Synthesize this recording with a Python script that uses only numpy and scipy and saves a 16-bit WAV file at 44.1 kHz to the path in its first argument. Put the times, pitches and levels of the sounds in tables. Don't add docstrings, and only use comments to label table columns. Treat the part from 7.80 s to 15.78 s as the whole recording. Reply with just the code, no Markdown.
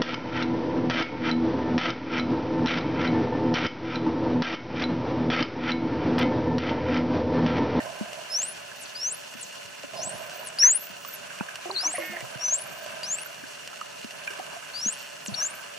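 import sys
import numpy as np
from scipy import signal
from scipy.fft import rfft, irfft
from scipy.io import wavfile
from scipy.ndimage import uniform_filter1d

SR = 44100
rng = np.random.default_rng(int(sys.argv[2]) if len(sys.argv) > 2 else 0)


def to_wav(s):
    ch = np.atleast_2d(s).T
    pcm = np.round(np.clip(ch, -1, 1) * 32767)
    wavfile.write(sys.argv[1], SR, pcm.astype(np.int16))


def voltage_ratio(decibels):
    exponent = np.asarray(decibels, float) / 20
    return 10 ** exponent


N = 351915

# (frequency [Hz], gain [dB])
WALL_LEFT = [(3960, 5.5), (4440, 4.5), (5280, -16.5), (5640, -4), (6360, -7), (7200, -7), (7800, -17),
             (8040, -16.5), (8880, -23.5), (9600, -19), (11760, -36.5), (14760, -36.5), (15600, -44),
             (15720, -31)]
WALL_RIGHT = [(3960, -2.5), (4200, 0), (4920, -13), (5520, -9.5), (5880, -7.5), (6600, -9.5), (8040, -15),
              (8760, -29), (10560, -27.5), (13080, -40), (14760, -31), (15480, -47), (15600, -53),
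              (15720, -30)]
# (frequency [Hz], left over right [dB])
BALANCE_DB = [(60, 12.5), (110, -2.5), (200, 1), (380, -0.5), (700, -0.5), (1290, -5.5), (2380, -1.5),
              (4400, -0.5), (8120, -1.5), (15000, 1)]
# (time [s], hold [s], hollow rush level [dB], broad wash level [dB], release [dB/s])
WAKES = [
    (0, 0.046, -43, -39.5, 16.5),
    (2.126, 0.16, -43.5, -38.5, 20.5),
    (3.31, 0.83, -57.5, -41.5, 11),
    (4.326, 0.98, -50.5, -40.5, 33),
    (6.293, 0.29, -54, -38, 21),
    (7.474, 0.1, -50, -33, 41),
]
# (breathy halo [dB], surface echo delay [ms], echo level [dB])
FALL_PATH = (-7, 1.8, -10)


def rms_one(x):
    return x / np.sqrt(np.mean(x ** 2) + 1e-20)


def span(s, length_s):
    at = np.arange(round(s * SR), min(round((s + length_s) * SR), N))
    return at, (at - at[0]) / SR


def in_time(rows):
    s, *columns = np.transpose(rows)
    at = np.arange(round(s[0] * SR), min(round(s[-1] * SR), N))
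    return [at] + [np.interp(at / SR, s, c) for c in columns]


def at_hz(points, hz):
    points_hz, value = np.transpose(points)
    return np.interp(np.log(hz + 1), np.log(points_hz), value)


def drift(rate_hz):
    r = np.exp(-80 * np.pi * rate_hz / SR)
    white = rng.standard_normal(N // 40 + 2002)
    slow = signal.lfilter([1], [1, -2 * r, r * r], white)[2000:]
    return np.interp(np.arange(N) / 40, np.arange(len(slow)), rms_one(slow))


def resonate(x, hz, width_hz):
    r = np.exp(-np.pi * width_hz / SR)
    poles = [1, -2 * r * np.cos(2 * np.pi * hz / SR), r * r]
    return signal.lfilter([(1 - r * r) / 2, 0, (r * r - 1) / 2], poles, x)


def panned(x, pan_db):
    return x * voltage_ratio(np.array([[pan_db / 2], [-pan_db / 2]]))


def causal(db):
    cepstrum = irfft(db * np.log(10) / 20)
    cepstrum[1:len(db) - 1] *= 2
    cepstrum[len(db):] = 0
    return irfft(np.exp(rfft(cepstrum)))


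def sea_colour_db(hz):
    # (frequency [Hz], density [dB/Hz])
    hiss = [(15, -61), (25, -34.5), (148, -21.5), (435, -2.5), (569, -8), (1030, -2), (1120, -5.5),
            (1540, -1.5), (2070, -4), (2720, -0.5), (3860, -9), (6100, -9.5), (8650, -7), (11000, -19.5),
            (15600, -22.5)]
    # (frequency [Hz], width [Hz], level over the hiss [dB])
    hollows = [(215, 270, 0.5), (572, 46, 9.5), (640, 110, 3.5), (700, 244, 6), (1000, 78, 3),
               (1540, 94, 5.5), (2480, 160, 1), (2840, 120, 5), (4410, 540, 4.5), (6100, 1130, 3.5),
               (9300, 2100, -11), (10730, 660, 8.5)]
    bumps = sum(db / (1 + (2 * (hz - centre_hz) / width_hz) ** 2) for centre_hz, width_hz, db in hollows)
    return at_hz(hiss, hz) + bumps


def pair():
    # (frequency [Hz], left-right correlation [-1 to 1])
    likeness = [(60, -1.95), (130, 0.48), (290, -0.29), (640, -0.84), (1410, 0.49), (3100, -0.093),
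                (6820, 0.45), (15000, 0.059)]
    mid, side = rfft(rng.standard_normal((2, N)))
    hz = np.linspace(0, SR / 2, len(mid))
    sign = np.array([[1], [-1]])
    alike = np.clip(at_hz(likeness, hz), -1, 1)
    both = np.sqrt(1 + alike) * mid + np.sqrt(1 - alike) * side * sign
    return both * voltage_ratio(at_hz(BALANCE_DB, hz) / 2 * sign), hz


def sea(patchy_db):
    both, hz = pair()
    rib_hz = np.arange(0, SR / 2, 45)
    ribs_db = 2.6 * np.interp(hz, rib_hz, rng.standard_normal(len(rib_hz)))
    both = both * voltage_ratio(sea_colour_db(hz) + ribs_db)
    octave = np.log2(hz + 1)
    hiss = 0
    for k in range(4, 16):
        band = irfft(both * np.clip(1 - abs(octave - k), 0, 1), N)
        hiss = hiss + band * voltage_ratio(.3 * drift(18.0) + patchy_db * drift(19.0))
    return voltage_ratio(-42.5) * rms_one(hiss)


def motor():
    # (frequency [Hz], level [dB])
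    partials = [(575, -61), (1721, -61), (3275, -76)]
    t = np.arange(N) / SR
    whine = sum(np.sqrt(2) * voltage_ratio(db) * np.sin(2 * np.pi * hz * t) for hz, db in partials)
    return panned(whine, -3.0)


def surge(calm_db, peaks_db, attack_s, releases):
    t = np.arange(0, N, 64) / SR
    power = voltage_ratio(2 * calm_db)
    for (s, hold_s, *_), db, release in zip(WAKES, peaks_db, releases):
        rise = np.clip((t - s) / attack_s + (s < attack_s), 0, 1)
        fall_db = release * np.maximum(t - s - hold_s, 0)
        power = power + rise ** 2 * voltage_ratio(2 * (db - fall_db))
    return np.interp(np.arange(N) / SR, t, np.sqrt(power))


def wake():
    # (frequency [Hz], width [Hz], level [dB])
    rush_modes = [(375, 90, -11), (627, 118, 2.5), (1022, 58, -4.5)]
    wash_modes = [(1148, 360, -1), (1556, 80, 5), (2334, 530, -3.5), (2740, 310, -9.5)]
    # (rush [dB], rumble [dB], wash [dB], fizz [dB])
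    calm = (-63.5, -65, -70, -62.5)
    _, _, rush_db, wash_db, release = np.transpose(WAKES)
    lag = .71 * release
    attack_s, wash_attack_s = 0.021, 0.24

    white = irfft(pair()[0], N)
    swing = panned([np.roll(white[1], 9), white[1]], -5.5) + .4 * white
    rush = sum(voltage_ratio(db) * resonate(resonate(swing, hz, w), hz, 2 * w) for hz, w, db in rush_modes)
    rush = rush * voltage_ratio(1.0 * drift(30.0))
    wash = sum(voltage_ratio(db) * resonate(resonate(white, hz, w), hz, 2 * w) for hz, w, db in wash_modes)
    wash = wash * voltage_ratio(2.0 * drift(52.0))
    rumble = resonate(resonate(white, 102, 132), 172, 420) * voltage_ratio(2.0 * drift(21.0))
    fizz = resonate(resonate(white, 9460, 430), 11500, 1500)

    rush = rms_one(rush) * voltage_ratio(4.5) * surge(calm[0], rush_db, attack_s, release)
    rumble = rms_one(rumble) * voltage_ratio(8.0) * surge(calm[1], rush_db - 13.5, attack_s, release + 14)
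    wash = rms_one(wash) * voltage_ratio(-5.0) * surge(calm[2], wash_db, wash_attack_s, lag)
    fizz = rms_one(fizz) * surge(calm[3], wash_db - 21, attack_s, lag)
    return rush + rumble + wash + fizz


def knocks(table, sag, lead, spread):
    out = np.zeros((2, N))
    chance = rng.standard_normal((len(table), 2))
    side = np.array([[.5], [-.5]])
    for (s, db, hz, t60), (turn, detune) in zip(table, chance):
        start = round(s * SR)
        t = np.arange(min(round(t60 * SR), N - start)) / SR
        pitch = 1 + sag * np.exp(-t * hz) + 0.051 * detune * side
        phase = 2 * np.pi * hz * t * pitch + (lead + spread * turn) * side
        decay = voltage_ratio(db - 60 * t / t60) * np.minimum(t / 0.0012, 1)
        ring = np.sin(phase) * decay / np.cos(lead / 2)
        out[:, start:start + len(t)] += panned(ring, at_hz(BALANCE_DB, hz))
    return signal.sosfilt(signal.butter(2, 110, "high", fs=SR, output="sos"), out)


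def bubbles():
    # (time [s], peak level [dB], frequency [Hz], t60 [s])
    bubble_rings = [(0.001, -25, 1830, 0.049), (0.058, -30, 600, 0.035), (2.037, -32, 576, 0.07),
                    (2.631, -31, 980, 0.027), (2.825, -25.5, 1700, 0.051), (2.833, -20, 1790, 0.04),
                    (3.248, -29, 1190, 0.04), (3.287, -35, 1370, 0.04), (3.504, -29, 1530, 0.029),
                    (3.608, -22, 887, 0.031), (3.687, -29, 1660, 0.056), (3.856, -27, 719, 0.1),
                    (3.903, -21, 1030, 0.028), (4.005, -29, 1530, 0.04), (4.054, -24, 1025, 0.067),
                    (4.14, -29, 717, 0.12), (4.151, -26, 1960, 0.054), (4.182, -24, 578, 0.17),
                    (4.367, -21, 1800, 0.03), (5.386, -24, 2630, 0.021), (5.459, -29, 1480, 0.052),
                    (5.929, -36.5, 1350, 0.089), (6.013, -23, 1265, 0.04), (6.476, -18.5, 2400, 0.033),
                    (6.597, -26, 750, 0.071), (6.765, -31, 689, 0.074), (7.084, -28.5, 1590, 0.044),
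                    (0.259, -32, 654, .05), (0.329, -33, 641, .05), (0.916, -33, 1620, .04),
                    (2.192, -29, 616, .06), (2.231, -32, 611, .05), (2.408, -32, 616, .05),
                    (2.593, -35, 592, .05), (3.895, -28, 620, .05), (3.908, -28, 800, .05),
                    (4.03, -31, 730, .09), (4.045, -31, 2650, .04), (4.18, -30, 1100, .06),
                    (4.235, -32, 740, .06), (4.335, -32, 700, .07), (4.37, -31, 650, .09),
                    (4.41, -31, 640, .06), (4.44, -33, 580, .08), (4.547, -31, 1550, .04),
                    (5.061, -30, 630, .05), (5.639, -32, 1610, .04), (6.73, -34, 900, .04),
                    (7.612, -30, 1680, .06), (7.645, -32, 1600, .08),
                    (2.785, -27, 4700, .012),
        (2.824, -19.5, 2700, 0.021),
        (3.608, -22, 1450, .02),
        (3.912, -20, 4270, 0.017),
        (3.962, -22.5, 4030, 0.12),
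        (3.6, -29, 2500, .03),
        (4.074, -28, 2270, .05),
        (6.476, -28, 1574, 0.098),
    ]
    return knocks(bubble_rings, sag=.03, lead=0, spread=.9)


def thumps():
    # (time [s], peak level [dB], frequency [Hz], t60 [s])
    blows = [(0.21, -23, 214, 0.077), (1.55, -41, 230, 0.094), (1.85, -45, 100, .15),
             (2.043, -37, 270, 0.066), (2.25, -41, 110, .2), (2.34, -42, 95, .2), (3.1, -42, 192, 0.068),
             (3.608, -21, 195, 0.038), (4.295, -40.5, 215, 0.16), (4.425, -37.5, 134, .15),
             (4.556, -34, 134, 0.075), (5.635, -39, 262, 0.057), (6.245, -30, 230, 0.045),
             (6.504, -40.5, 394, 0.11), (6.59, -35, 373, 0.046), (7.06, -29, 215, 0.072),
             (7.483, -31, 205, 0.14), (7.518, -31.5, 125, 0.11)]
    return knocks(blows, sag=.3, lead=1.9, spread=.3)


def sonar():
    # (time [s], peak level [dB])
    clicks = [(0.3316, -38.5), (0.6185, -35), (0.6304, -36), (1.5394, -42), (1.598, -46), (1.8602, -42),
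              (2.0333, -42), (2.135, -44), (2.6713, -42), (2.4968, -41), (2.7865, -38.5), (3.5887, -41),
              (3.7567, -34.5), (3.07, -43), (4.172, -42), (4.4069, -39.5), (4.574, -44), (5.063, -41),
              (5.385, -40), (6.012, -41), (6.474, -39), (3.249, -42), (5.2324, -36), (5.5444, -44),
              (5.8758, -36), (5.959, -46), (6.2143, -42), (6.2447, -41), (6.3084, -40.5), (6.5058, -40),
              (6.536, -42), (6.576, -45), (6.592, -43), (6.666, -45), (7.1247, -42), (7.4614, -34.5)]
    # (time [s], length [s], rate [clicks/s], peak level [dB])
    trains = [
        (0.598, .15, 88, -35.5),
        (2.298, 0.37, 86, -40),
        (4.101, .15, 140, -36),
        (5.382, .07, 82, -34),
        (5.599, .35, 55, -38),
        (7.118, 0.22, 136, -34),
    ]
    spikes = np.zeros(N)
    for s, db in clicks:
        spikes[round(s * SR)] = voltage_ratio(db + 12.0)

    uneven = voltage_ratio(1.1 * rng.standard_normal(N))
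    pace = voltage_ratio(0.82 * drift(30.0))
    for s, length_s, per_s, db in trains:
        at, t = span(s, length_s)
        later = t / length_s - .5
        rate = per_s * (1 - .2 * later)
        level_db = db - 2 * later
        fired = np.diff(np.floor(np.cumsum(rate * pace[at]) / SR), prepend=0) > 0
        spikes[at] += fired * voltage_ratio(level_db) * uneven[at]

    crackle = rng.random(N) < 200.0 / SR
    spikes += crackle * voltage_ratio(-44.5 + 3.7 * np.minimum(rng.exponential(1, N), 2))

    smear = rng.standard_normal(200) * voltage_ratio(-60 * np.arange(200) / SR / 0.013)
    smear[0] = 4.8
    spikes = np.convolve(spikes, smear / 3.23)[:N]

    hz = np.linspace(0, SR / 2, 2049)
    tilt_db = 4.0 * np.log2(np.minimum(hz + 1, 6000) / 4000) - 5.0 * (hz / 12000) ** 2
    colour = sea_colour_db(hz) + tilt_db
    shapes = [causal(colour + side * at_hz(BALANCE_DB, hz) / 2) for side in (1, -1)]
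    peak = np.abs(shapes).max()
    return np.array([signal.fftconvolve(spikes, shape / peak)[:N] for shape in shapes])


def upsweeps():
    # (time [s], frequency [Hz])
    rises = [
        [(0.5, 5040), (0.554, 5510), (0.59, 6070), (0.614, 6740), (0.632, 7560), (0.662, 8610), (0.674, 8660),
         (0.686, 9580), (0.737, 11020)],
        [(1.146, 4160), (1.155, 4740), (1.212, 5450), (1.242, 5680), (1.29, 6480), (1.308, 7320), (1.314, 7450),
         (1.341, 10210), (1.407, 15000)],
        [(2.16, 5150), (2.2, 5200), (2.231, 5950), (2.234, 6600), (2.243, 7250), (2.262, 7950), (2.307, 8140),
         (2.463, 14900), (2.499, 15650)],
        [(2.786, 4520), (2.798, 5400), (2.84, 5810), (2.873, 6270), (2.912, 7020), (2.984, 10660),
         (3.053, 14470), (3.1, 15350), (3.158, 15650)],
        [(3.937, 4600), (3.965, 4200), (3.989, 4440), (4.07, 6090), (4.124, 7710), (4.169, 10140),
         (4.223, 12170), (4.33, 15050), (4.373, 15550)],
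        [(4.597, 5450), (4.68, 6230), (4.683, 5870), (4.735, 6680), (4.748, 7400), (4.762, 7520),
         (4.816, 10290), (4.93, 14100), (5.008, 14900)],
        [(5.23, 4540), (5.257, 5210), (5.266, 5560), (5.314, 6700), (5.374, 7920), (5.401, 8810),
         (5.449, 11560), (5.548, 14410), (5.65, 14900)],
        [(6.935, 4370), (7.007, 5100), (7.019, 5470), (7.055, 5990), (7.1, 7020), (7.118, 8050), (7.16, 10500),
         (7.22, 13400), (7.277, 15200)],
        [(7.555, 5920), (7.558, 5750), (7.576, 5580), (7.6, 5640), (7.627, 6070), (7.672, 7240), (7.729, 10270),
         (7.768, 13240), (7.828, 15650)],
    ]
    # (time [s], level [dB])
    efforts = [
        [(0.5, -41), (0.572, -23), (0.584, -32), (0.593, -24), (0.617, -37), (0.623, -28), (0.68, -50),
         (0.686, -37), (0.737, -56)],
        [(1.146, -49), (1.161, -35), (1.191, -42), (1.233, -30), (1.278, -26), (1.305, -39), (1.314, -32),
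         (1.362, -56), (1.407, -66)],
        [(2.16, -51), (2.172, -45), (2.214, -41), (2.235, -29), (2.241, -38), (2.292, -42), (2.295, -36),
         (2.316, -48), (2.499, -70)],
        [(2.786, -27), (2.837, -13), (2.876, -14), (2.891, -20), (2.921, -17), (2.945, -38), (2.957, -28),
         (3.01, -46), (3.158, -70)],
        [(3.935, -50), (3.975, -27), (4.04, -35), (4.067, -20), (4.082, -30), (4.122, -41), (4.132, -31),
         (4.2, -48), (4.373, -58)],
        [(4.597, -46), (4.657, -24), (4.678, -31), (4.686, -23), (4.703, -30), (4.741, -20), (4.771, -35),
         (4.879, -58), (5.008, -62)],
        [(5.23, -39), (5.239, -33), (5.254, -39), (5.299, -33), (5.308, -27), (5.341, -28), (5.359, -40),
         (5.506, -65), (5.65, -72)],
        [(6.935, -52), (6.947, -33), (7.01, -37), (7.088, -23), (7.109, -42), (7.124, -30), (7.13, -43),
         (7.16, -56), (7.277, -65)],
        [(7.555, -42), (7.57, -38), (7.591, -29), (7.615, -29), (7.63, -24), (7.645, -29), (7.669, -29),
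         (7.681, -43), (7.828, -66)],
    ]
    # (breathy halo [dB], surface echo delay [ms], echo level [dB])
    paths = [
        (-26, 5.5, -17),
        (-23, 7.7, -12.5),
        (-15, 13, -8),
        (-31, 5.4, -32),
        (-20, 39, -32),
        (-19, 4.1, -19),
        (-18, 1, -23),
        (-20, 3, -14),
        (-18, 23, -26),
    ]
    for rows, effort, path in zip(rises, efforts, paths):
        at, hz = in_time(rows)
        wall_power = (voltage_ratio(2 * at_hz(WALL_LEFT, hz)) + voltage_ratio(2 * at_hz(WALL_RIGHT, hz))) / 2
        s, db = np.transpose(effort)
        inside_db = 40 * np.log10(np.interp(at / SR, s, voltage_ratio(db / 2)))
        yield at, hz, inside_db - 10 * np.log10(wall_power), path


def dropout(hz, centre_hz, depth_db, width_hz):
    return -depth_db * np.exp(-((hz - centre_hz) / width_hz) ** 2)


def downsweeps():
    # (crest time [s], crest frequency [Hz], end time [s], end frequency [Hz], level [dB])
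    falls = [
        (.87, 16600, 1.06, 4360, -21.5),
        (1.46, 16100, 1.645, 6220, -20),
        (2.5, 15300, 2.69, 8150, -14.5),
        (3.16, 15900, 3.36, 11100, -10),
        (4.372, 15550, 4.525, 8300, -25),
        (5.01, 14800, 5.15, 7530, -27),
        (7.33, 18600, 7.485, 5430, -17.5),
    ]
    loudest = [9500, 8200, 9600, 12400, 15000, 14500, 7950]
    # (frequency [Hz], depth [dB], width [Hz])
    dips = [(6200, 18, 1100), (6800, 15, 500), (8900, 8, 300), (6800, 15, 500), (6800, 15, 500),
            (6800, 15, 500), (6800, 15, 500)]
    for (s, crest_hz, end_s, end_hz, db), loudest_hz, dip in zip(falls, loudest, dips):
        at, t = span(s, end_s - s)
        done = t / (end_s - s)
        hz = crest_hz - (crest_hz - end_hz) * done ** 2.6
        off_db = 13 * abs(np.log2(hz / loudest_hz))
        release_db = 2 * np.clip(1 - (t[-1] - t) / .012, 0, 1)
        yield at, hz, db - off_db - release_db + dropout(hz, *dip), FALL_PATH


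def lead_in_chirp():
    # (start [s], end [s], start frequency [Hz], end frequency [Hz], level [dB])
    bend = (7.538, 7.554, 4400, 4750, -31)
    s, end_s, start_hz, end_hz, db = bend
    at, t = span(s, end_s - s)
    done = t / t[-1]
    hz = start_hz + (end_hz - start_hz) * done ** 2
    swell_db = 10 * np.log10(np.sin(np.pi * done) ** 2 + .05)
    yield at, hz, db + swell_db, FALL_PATH


def whistles():
    out = np.zeros(N + SR)
    waver = 26.0 * drift(35.0)
    flutter = np.clip(drift(60.0), -3, 1.5)
    breath = rng.standard_normal(N)
    halo = rms_one(resonate(resonate(breath, 350, 700), 350, 700))
    glint = voltage_ratio(2.0 * drift(25.0))
    calls = [*upsweeps(), *lead_in_chirp(), *downsweeps()]
    for at, hz, db, (halo_db, echo_ms, echo_db) in calls:
        pitch = uniform_filter1d(hz, size=130, mode="nearest") + waver[at] * np.clip(hz / 3000 - 1, 1, 2)
        phase = 2 * np.pi * np.cumsum(pitch) / SR
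        ends = np.clip(np.minimum(at - at[0], at[-1] - at) / (0.00067 * SR), 0, 1)
        beads_db = .7 + 5.0 * np.clip((hz - 7000) / 2000, 0, 1)
        octave_db = -4 - 14 * np.log2(hz / 5000) + 4.0 * flutter[at - 900]
        octave = voltage_ratio(octave_db) * np.sin(2 * phase) * (hz < SR / 5)
        strength = voltage_ratio(beads_db * flutter[at]) + voltage_ratio(halo_db) * halo[at]
        call = np.sqrt(2) * voltage_ratio(db) * ends * strength * (np.sin(phase) + octave)
        out[at] += call
        out[at + round(echo_ms * SR / 1000)] += voltage_ratio(echo_db) * glint[at] * call
    return out[:N]


def through_walls(x):
    echo_db, t60_s = -27, .05
    hz = np.linspace(0, SR / 2, 2049)
    t = np.arange(4096) / SR
    scatter = voltage_ratio(echo_db - 60 * t / t60_s) * rng.standard_normal((2, 4096)) / np.sqrt(t60_s * SR / 14)
    scatter[:, 0] = 1
    walls = [np.convolve(causal(at_hz(wall, hz)), s) for wall, s in zip((WALL_LEFT, WALL_RIGHT), scatter)]
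    return np.array([signal.fftconvolve(x, wall)[:N] for wall in walls])


def squawks():
    # (time [s], length [s], rate [pulses/s], level [dB], roughness [0-1])
    throats = [
        (1780, [(2.825, 0.081, 510, -36, 0.2)]),
        (2000, [(4.135, 0.1, 340, -39, .5), (4.2, .17, 362, -37, .02), (4.355, 0.072, 350, -41, .45)]),
        (990, [(2.835, .065, 516, -39.5, 0.23), (4.02, 0.11, 330, -41.5, 0.6)]),
        (370, [(3.855, 0.037, 355, -39, 0), (3.89, 0.082, 380, -38, 0.2), (4.05, .07, 315, -41.5, 0.16), (4.18, 0.13, 330, -38, 0.17), (4.3, 0.19, 350, -43.5, 0.13)]),
    ]
    out = np.zeros(N)
    for throat_hz, (s, length_s, per_s, db, rough) in [(hz, row) for hz, rows in throats for row in rows]:
        at, t = span(s, length_s)
        level_db = db - 27 * t * (2000 / throat_hz) ** 0.99
        jitter = uniform_filter1d(rng.standard_normal(len(at)), size=150) * np.sqrt(150)
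        droop = 0.11 * (t / length_s) ** 7
        cycle = np.cumsum(per_s * (1 + .3 * rough * jitter - droop)) / SR
        strong_weak = 1 + voltage_ratio(-12) * (2 * (cycle % 2 > 1) - 1)
        noisy = 1 + 2.2 * rough * rng.standard_normal(len(at))
        source = np.exp(-30.0 * (cycle % 1)) * strong_weak * noisy
        width_hz = min(540, .7 * throat_hz)
        voice = resonate(resonate(source, throat_hz, width_hz), throat_hz, 2 * width_hz)
        out[at] += voltage_ratio(level_db) * rms_one(voice) * signal.windows.tukey(len(at), .25)
    return panned(out, -5)


def scene():
    water = sea(patchy_db=1.9) + wake()
    blows = bubbles() + thumps()
    animals = sonar() + through_walls(whistles()) + squawks()
    return water + motor() + blows + animals


def low_pass(x):
    return signal.sosfilt(signal.butter(12, 15800, fs=SR, output="sos"), x)


def record(dry):
    thin = signal.sosfilt(signal.butter(1, 70, "high", fs=SR, output="sos"), dry)
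    thin = signal.sosfilt(signal.cheby2(16, 70, 16150, fs=SR, output="sos"), thin)
    return low_pass(thin)


dry = scene()
out = record(dry)
to_wav(out)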